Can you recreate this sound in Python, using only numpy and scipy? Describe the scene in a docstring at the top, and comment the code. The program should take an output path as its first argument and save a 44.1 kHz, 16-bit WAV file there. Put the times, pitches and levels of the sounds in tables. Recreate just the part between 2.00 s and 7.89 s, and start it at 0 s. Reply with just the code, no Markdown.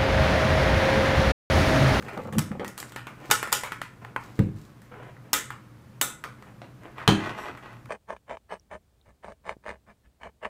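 """Sharp clacks and light ticks of a hair straightener handled in a small tiled bathroom.
Its sprung plates snap shut, rebound and ring the casing; hinge and cord click; hands and cloth rub.
At first a hand fumbles and bumps at the microphone. Later a paper roll thuds on the counter, and a
hard knock rings the counter, followed by a grating slide. Ventilation hums faintly underneath."""
import sys
import numpy as np
from scipy import signal
from scipy.fft import rfft, irfft
from scipy.io import wavfile

SR = 44100
rng = np.random.default_rng(int(sys.argv[2]) if len(sys.argv) > 2 else 0)


def generate_wav(signal):
    """Clip the signal to [-1, 1] and save it as 16-bit WAV at the path in sys.argv[1]."""
    frames = np.transpose(np.atleast_2d(signal))
    scaled = np.clip(frames, -1, 1) * 32767
    pcm = np.round(scaled).astype(np.int16)
    wavfile.write(sys.argv[1], SR, pcm)


N = 259749

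# plate closures: t/s, level/dB, treble/dB, casing ring/dB, rebound re first hit/dB, room/dB, ping f/Hz
CLACKS = [(0.3834, -26, 2.5, -7.5, -0.5, -7.5, 7850), (1.3115, -11.5, 1, -2, -11.5, -3, 3630),
          (1.5265, -15.5, 5, -6, -15, -2.5, 6980), (3.3316, -16, 3.5, -9.5, -3.5, -1.5, 5224),
          (4.0132, -16.5, 4, -9.5, -17, 0.5, 2960)]
# plate contact spectrum: f/Hz, gain/dB
CLACK_COLOUR = [(60, -20), (250, -9), (480, -0.5), (700, -6), (900, -3.5), (1500, -1), (2700, -4),
                (3400, -3), (4500, -8.5), (7500, -5.5), (10000, -9), (15000, -10)]


def plates(rebound_s=0.0072, ping_db=-11.5, ping_t60_s=0.04):
    """The sprung arms meet twice; the plates ping at a pitch set by where they touch."""
    out = np.zeros(N)
    for s, db, treble_db, ring_db, rebound_db, room_db, ping_hz in CLACKS:
        for at_s, level_db in (s, db), (s + rebound_s, db + rebound_db):
            clack = unit_rms(snap(CLACK_COLOUR, treble_db, ring_db, room_db, chatter=3.1, detune=0.0064))
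            ping = ring([(ping_hz, 0, ping_t60_s)], detune=0, size=len(clack))
            clack += gain_of(ping_db) * unit_rms(ping)
            add(out, at_s, gain_of(level_db) * with_energy(clack, equivalent_s=0.0097))
    return out


# straightener body modes: f/Hz, level/dB, t60/s
CASING_MODES = [(848, 0, .06), (995, -5, 0.063), (1276, -2.5, 0.11), (1450, 1, 0.073), (1520, -4.5, 0.051),
                (1760, -3, 0.069), (2040, -5.5, 0.076), (2380, -4.5, 0.076), (3000, -10.5, 0.087),
                (3750, -9, 0.048), (5336, -7.5, 0.024), (6910, -6.5, .02), (8000, -4.5, .025),
                (11400, -11, 0.06)]


def snap(colour, treble_db, ring_db, room_db, chatter, detune, size=14000):
    """A contact rings the casing; the room gathers sound from all sides, so its share is smoother."""
    casing = np.zeros(size)
    add(casing, 0, ring(CASING_MODES, detune, treble_db, size=5000))
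    casing = gain_of(ring_db) * unit_rms(casing)
    rough = contact(chatter, chatter_s=0.0017, size=size)
    smooth = contact(chatter=0.67, chatter_s=0.002004, size=size)
    direct = unit_rms(coloured(rough, colour, treble_db)) + casing
    diffuse = unit_rms(coloured(smooth, colour, treble_db)) + casing
    return unit_rms(direct) + gain_of(room_db) * bathroom(unit_rms(diffuse))


# hinge, casing and cord clicks: t/s, level/dB, treble/dB, room/dB
TICKS = [(0.024, -30.5, -20, -7), (0.083, -21, -26.5, 5), (0.175, -29, -18, -8), (0.325, -26, -14.5, 3.5),
         (0.516, -29, -28, -3), (0.596, -27, -30, 8), (0.646, -22, -17, 0), (0.679, -28, -1, -3.5),
         (0.778, -22, -4.5, 2), (0.801, -24.5, 3, -6), (0.827, -25.5, -18, -9), (0.921, -31, -12.5, 0),
         (0.961, -19.5, -19, -1), (1.069, -23, -22, -0.5), (1.302, -15.5, -17.5, 0.5),
         (1.428, -12.5, -15, -2), (1.473, -22, -16, -2), (1.520, -18, -14, -1), (1.635, -15.5, -17, 0.5),
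         (1.72, -17, -18.5, -4.5), (1.816, -17.5, -21.5, -6), (2.048, -27, -26.5, -6),
         (2.162, -12.5, -30.5, -7.5), (2.392, -23, -18.5, -10.5), (2.818, -41.5, -7, 1.5),
         (2.94, -37.5, -34, -8), (3.027, -34.5, -28, 2), (3.166, -39.5, -37, -4), (3.504, -20.5, -20, -3),
         (4.239, -19, -18.5, -0.5), (4.424, -34, -20, -2), (4.834, -38.5, -21, -5), (4.982, -23, -31.5, 0),
         (5.015, -26, -40, -10), (5.078, -11, -18, -1), (5.486, -24.5, -32, -4), (5.573, -30, -26, 3),
         (5.729, -40, -21, -4), (5.857, -38, -20, -5)]
# plastic contact spectrum: f/Hz, gain/dB
TICK_COLOUR = [(60, -18), (300, -9.5), (650, -7.5), (900, -3), (1450, -1.5), (2000, -4.5), (2600, -7.5),
               (3200, -6.5), (5300, -6), (7500, -2.5), (10000, -6.5), (15000, -8.5)]


def hinge():
    """Light plastic contacts click and ring the hollow casing."""
    out = np.zeros(N)
    for s, db, treble_db, room_db in TICKS:
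        tick = snap(TICK_COLOUR, treble_db, ring_db=-10, room_db=room_db, chatter=1.8, detune=0.021)
        add(out, s, gain_of(db) * with_energy(tick, equivalent_s=0.00069))
    return out


# three dull bumps of a hand at the microphone, then thuds and knocks on the counter:
# t/s, ring level/dB, roll-off f/Hz (higher is harder), crack level/dB
KNOCKS = [(0.177, -45, 900, -37.5), (0.38, -25, 200, -51), (0.596, -34, 970, -31.5), (1.293, -35, 180, -39),
          (2.390, -13, 149, -24.5), (2.414, -29, 130, -49), (2.466, -34, 400, -51.5),
          (4.617, -54.5, 785, -40.5), (4.643, -59, 700, -49), (5.077, -12, 9000, -13.5),
          (5.089, -24, 4000, -27.5), (5.112, -21.5, 600, -30.5), (5.485, -51, 700, -39.5)]
# crack spectrum: f/Hz, gain/dB
KNOCK_COLOUR = [(30, -22), (150, 1.5), (300, 10.5), (500, 7.5), (750, 6), (1100, -4.5), (1800, -1.5),
                (2500, -3.5), (3150, -1.5), (4300, -5.5), (5500, -12), (8000, -13), (11000, -24.5),
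                (15000, -21.5)]
# modes of the counter and what stands on it, also used for the hand bumps: f/Hz, level/dB, t60/s
KNOCK_MODES = [(61, -18.5, 0.4), (96.7, 6, 0.12), (106.1, 10, .09), (153.6, 0, 0.35), (200.7, 0, 0.35),
               (220.8, -10, 0.48), (285, -8, 0.47), (315.4, -3.5, 0.32), (394, -11.5, 0.36),
               (440, -15, 0.29), (470, -21, .25), (533, -20, 0.25), (646, -18, .25), (807, -19, 0.58),
               (1060, -26, 0.28), (1279, -20, .35), (2370, -17.5, .25), (3105, -8, 0.13), (3180, -8, .23),
               (3930, -26, .2)]


def bumps_and_knocks():
    """Hand bumps at the microphone, then blows on the counter; harder contacts ring higher modes."""
    booms, cracks = np.zeros(N), np.zeros(N)
    for s, ring_db, rolloff_hz, crack_db in KNOCKS:
        force = contact(chatter=1.2, chatter_s=0.001915)
        crack = coloured(force, KNOCK_COLOUR, rolloff_hz=rolloff_hz)
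        boom = ring(KNOCK_MODES, detune=0.00067, rolloff_hz=rolloff_hz)
        add(cracks, s, gain_of(crack_db) * with_energy(crack, equivalent_s=0.0068))
        add(booms, s, gain_of(ring_db) * with_energy(boom, equivalent_s=0.019))
    return booms + gain_of(-10.5) * bathroom(booms) + cracks + gain_of(-1) * bathroom(cracks)


# pushes across the counter: t/s, length/s, level/dB
DRAGS = [(4.95, 0.091, -43.5), (5.17, 0.14, -34), (5.345, 0.14, -39), (5.61, 0.12, -47.5)]
# sliding resonances: f/Hz, width/Hz, level/dB
SLIDE_MODES = [(900, 89, -14), (1070, 170, -7), (1480, 250, -5), (1860, 130, -3.5), (2300, 200, -6)]
# grating spectrum: f/Hz, gain/dB
GRIT_COLOUR = [(100, -11), (350, 1), (700, 3.5), (1200, 2.5), (2000, -2.5), (3000, -10.5), (4500, -19),
               (8000, -30), (15000, -38)]
# squeak partials: f/Hz, width/Hz, level/dB
SQUEAK_MODES = [(5700, 260, 0), (7800, 300, -2), (10000, 600, -9), (11900, 900, -4)]


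def dragging(squeak_at_s=5.36, squeak_length_s=0.077, squeak_db=-57):
    """Uneven slips on the counter grate and drive hollow resonances, with one faint squeak."""
    slips = friction(slips_per_s=400, spread_db=3.5, hiss=0.4) * hand_pressure(depth_db=2.5, per_s=67)
    grit = gain_of(11) * unit_rms(coloured(slips, GRIT_COLOUR))
    scrape = resonances(slips, SLIDE_MODES) + grit
    squeak = unit_rms(resonances(rng.standard_normal(N), SQUEAK_MODES))
    shape = dict(attack_s=0.027, release_s=0.049, sag_db=0.5)
    squeak *= gestures([(squeak_at_s, squeak_length_s, squeak_db)], **shape)
    return unit_rms(scrape + bathroom(scrape)) * gestures(DRAGS, **shape) + squeak


# grip shifts: t/s, length/s, rumble level/dB, hollow rub level before trim/dB
FUMBLES = [(0.0, 0.018, -36, -42.5), (0.167, .04, -38, -32), (0.245, 0.046, -33, -35.5),
           (0.319, 0.053, -28, -39.5), (0.374, .025, -25, -39), (0.505, 0.065, -34, -42.5),
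           (0.595, 0.042, -40, -35)]
# low handling resonances: f/Hz, width/Hz, level/dB
RUMBLE_MODES = [(109.5, 22, -5), (150.6, 10.4, -4), (213, 25, 0.5), (264, 37.4, -11)]
# mid handling resonances: f/Hz, width/Hz, level/dB
HOLLOW_MODES = [(423, 94, -2.5), (522, 63, 5), (750, 180, 3), (1105, 120, -4.5)]


def fumbling(hollow_trim_db=-2.5):
    """A hand shifts its grip beside the microphone: a dull rumble and a hollow rub."""
    rumble = resonances(friction(slips_per_s=200, spread_db=3.5, hiss=0.7), RUMBLE_MODES)
    hollow = resonances(friction(slips_per_s=220, spread_db=2.5, hiss=0.71), HOLLOW_MODES)
    s, length_s, rumble_db, hollow_db = np.transpose(FUMBLES)
    shape = dict(attack_s=0.0077, release_s=0.04, sag_db=3)
    rumble = unit_rms(rumble) * gestures(zip(s, length_s, rumble_db), **shape)
    hollow = unit_rms(hollow) * gestures(zip(s, length_s, hollow_db + hollow_trim_db), **shape)
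    return rumble + hollow


# hand, cloth and cord strokes: t/s, length/s, rub level/dB, swish level/dB
STROKES = [(0.0, 0.25, -43.5, -59), (0.395, 0.088, -47, -68), (0.766, .12, -50, -59),
           (1.072, 0.3, -49.5, -65.5), (1.238, 0.074, -46.5, -58), (2.011, 0.062, -46, -66.5),
           (2.197, 0.19, -51.5, -59.5), (2.553, 0.11, -60.5, -63.5), (2.913, 0.19, -49, -84),
           (3.23, .08, -58, -85), (4.38, .12, -58, -74), (4.807, 0.16, -50, -75)]
# dull rub spectrum: f/Hz, gain/dB
RUB_COLOUR = [(100, -5), (350, 8), (700, 5), (1200, 2.5), (2000, -2.5), (3000, -8.5), (4500, -32.5),
              (8000, -45.5), (15000, -43.5)]
# bright swish spectrum: f/Hz, gain/dB
SWISH_COLOUR = [(500, -33), (2500, 0.5), (4000, 4), (7500, 0.5), (10000, -6), (15000, -4)]


def hands():
    """Friction of hands, cloth and cord rubs and swishes through the room."""
    rub = coloured(friction(slips_per_s=300, spread_db=4.5, hiss=0.94), RUB_COLOUR)
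    rub *= hand_pressure(depth_db=6, per_s=60)
    swish = coloured(friction(slips_per_s=670, spread_db=8.5, hiss=0.53), SWISH_COLOUR)
    s, length_s, rub_db, swish_db = np.transpose(STROKES)
    shape = dict(attack_s=0.01, release_s=0.054, sag_db=1.5)
    rub = unit_rms(rub + bathroom(rub)) * gestures(zip(s, length_s, rub_db), **shape)
    swish = unit_rms(swish + bathroom(swish)) * gestures(zip(s, length_s, swish_db), **shape)
    return rub + swish


# hum bands: f/Hz, width/Hz, level/dB
HUM_BANDS = [(122.8, 7.3, -52), (206, 42, -58.5), (292.9, 11, -64.5), (520.7, 6.6, -71)]
# air rush spectrum: f/Hz, gain/dB
AIR_COLOUR = [(15, -46.5), (25, -15.5), (69, -7), (101, -6.5), (128, -1.5), (181, -7.5), (529, -17.5),
              (749, -21.5), (1090, -19), (1960, -26), (3440, -34), (10600, -41), (15000, -42)]


def ventilation(air_db=-53):
    """Narrow noise bands make a wavering low hum in a soft rush of air."""
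    air = gain_of(air_db) * unit_rms(coloured(rng.standard_normal(N), AIR_COLOUR))
    return air + resonances(rng.standard_normal(N), HUM_BANDS)


# tiled room decay: f/Hz, t60/s
ROOM_T60 = [(100, 0.57), (300, 0.36), (700, 0.29), (1700, 0.37), (4600, 0.27), (8000, 0.32), (15000, 0.18)]


def bathroom(x, size=20000, delay_s=0.002, onset_s=0.00074):
    """Dense reflections from close hard walls, each band dying at its own speed."""
    size = min(size, len(x))
    reflections = rng.standard_normal(size) * (rng.random(size) < 0.2)
    hz, t, bands = signal.stft(reflections, SR, nperseg=256)
    decay = gain_of(-60 * t / curve_at(ROOM_T60, hz)[:, None])
    tail = signal.istft(bands * decay, SR, nperseg=256)[1]
    tail *= np.clip((np.arange(len(tail)) / SR - delay_s) / onset_s, 0, 1)
    return signal.oaconvolve(x, tail / np.linalg.norm(tail))[:len(x)]


def contact(chatter, chatter_s, size=22050):
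    """One push, and a brief chatter of the two surfaces that swells and dies."""
    age = np.arange(size) / SR / chatter_s
    force = rng.standard_normal(size) * np.sqrt(age) * np.exp(-age)
    force *= chatter / np.linalg.norm(force)
    force[round(SR * chatter_s / 2)] += 1
    return force


def ring(modes, detune, treble_db=0, rolloff_hz=SR, size=22050):
    """Dying modes; a soft contact misses the high ones, and the grip detunes them a little."""
    t = np.arange(size) / SR
    hz, db, t60_s = np.transpose(modes)[:, :, None]
    hz = hz * (1 + detune * rng.standard_normal(hz.shape))
    polarity = (-1) ** np.arange(len(hz))[:, None]  # neighbouring modes swing opposite ways
    amplitude = polarity * gain_of(db + treble_db * shelf(hz)) / (1 + (hz / rolloff_hz) ** 2)
    decay = np.exp(-np.log(1000) * t / t60_s)
    return (amplitude * decay * np.sin(2 * np.pi * hz * t)).sum(0)


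def friction(slips_per_s, spread_db, hiss):
    """Tiny slips of uneven size over a smooth hiss."""
    slips = (rng.random(N) < slips_per_s / SR) * rng.standard_normal(N)
    slips *= gain_of(spread_db * np.minimum(rng.exponential(1, N), 3))
    return unit_rms(slips) + hiss * rng.standard_normal(N)


def hand_pressure(depth_db, per_s):
    """Gain that wanders with the pressure of a hand."""
    t = np.arange(N) / SR
    return gain_of(depth_db * np.interp(t * per_s, np.arange(1000), rng.standard_normal(1000)))


def gestures(rows, attack_s, release_s, sag_db):
    """Gain of movements (t/s, length/s, level/dB): each swells, eases off and dies away."""
    t, power = np.arange(N) / SR, np.zeros(N)
    for s, length_s, db in rows:
        swell = np.clip((t - s) / attack_s, 0, 1)
        hold = gain_of(db - sag_db * np.clip((t - s) / length_s, 0, 1))
        release = np.exp(-np.maximum(t - s - length_s, 0) / release_s)
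        power += (swell * hold * release) ** 2
    return np.sqrt(power)


def resonances(x, modes, size=2 ** 18):
    """Drives steep resonances, each to its own rms level."""
    hz, spectrum = np.fft.rfftfreq(size, 1 / SR), rfft(x, size)
    out = np.zeros(N)
    for centre_hz, width_hz, db in modes:
        band = spectrum / (1 + 1j * (hz - centre_hz) / width_hz) ** 2
        out += gain_of(db) * unit_rms(irfft(band)[:N])
    return out


def coloured(x, colour, treble_db=0, rolloff_hz=SR, size=4096):
    """Minimum-phase filter: a colour, a treble shelf and the roll-off of a soft contact."""
    hz = abs(np.fft.fftfreq(size, 1 / SR))
    gain = gain_of(curve_at(colour, hz) + treble_db * shelf(hz)) / np.hypot(1, hz / rolloff_hz)
    response = np.exp(np.conj(signal.hilbert(np.log(gain))))
    taps = np.fft.ifft(response).real[:size // 2]
    return signal.oaconvolve(x, taps)[:len(x)]


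def shelf(hz):
    """0 below 2 kHz, 1 above 6 kHz."""
    return np.clip(np.log((hz + 1) / 2000) / np.log(3), 0, 1)


def curve_at(points, hz):
    """Interpolates a table over log frequency."""
    points_hz, values = np.transpose(points)
    return np.interp(np.log(hz + 1), np.log(points_hz + 1), values)


def gain_of(db):
    """Decibels to amplitude."""
    return 10 ** (np.asarray(db) / 20)


def unit_rms(x):
    """Scales to rms 1."""
    return x / np.sqrt(np.mean(x ** 2) + 1e-20)


def with_energy(sound, equivalent_s):
    """Scales to the energy of a unit signal lasting equivalent_s."""
    return sound * np.sqrt(equivalent_s * SR) / np.linalg.norm(sound)


def add(mix, at_s, sound):
    """Lays a sound into the mix."""
    part = mix[max(round(at_s * SR), 0):][:len(sound)]
    part += sound[:len(part)]


def scene():
    """All sources in one channel."""
    impacts = plates() + hinge() + bumps_and_knocks()
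    return (impacts + dragging() + fumbling() + hands() + ventilation())[None]


def record(dry, cutoff_hz=15600):
    """Clips at full scale, then limits the band."""
    lowpass = signal.firwin(511, cutoff_hz, window=("kaiser", 9), fs=SR)
    return signal.oaconvolve(np.clip(dry, -1, 1), lowpass[None], "same")


dry = scene()
out = record(dry)
generate_wav(out)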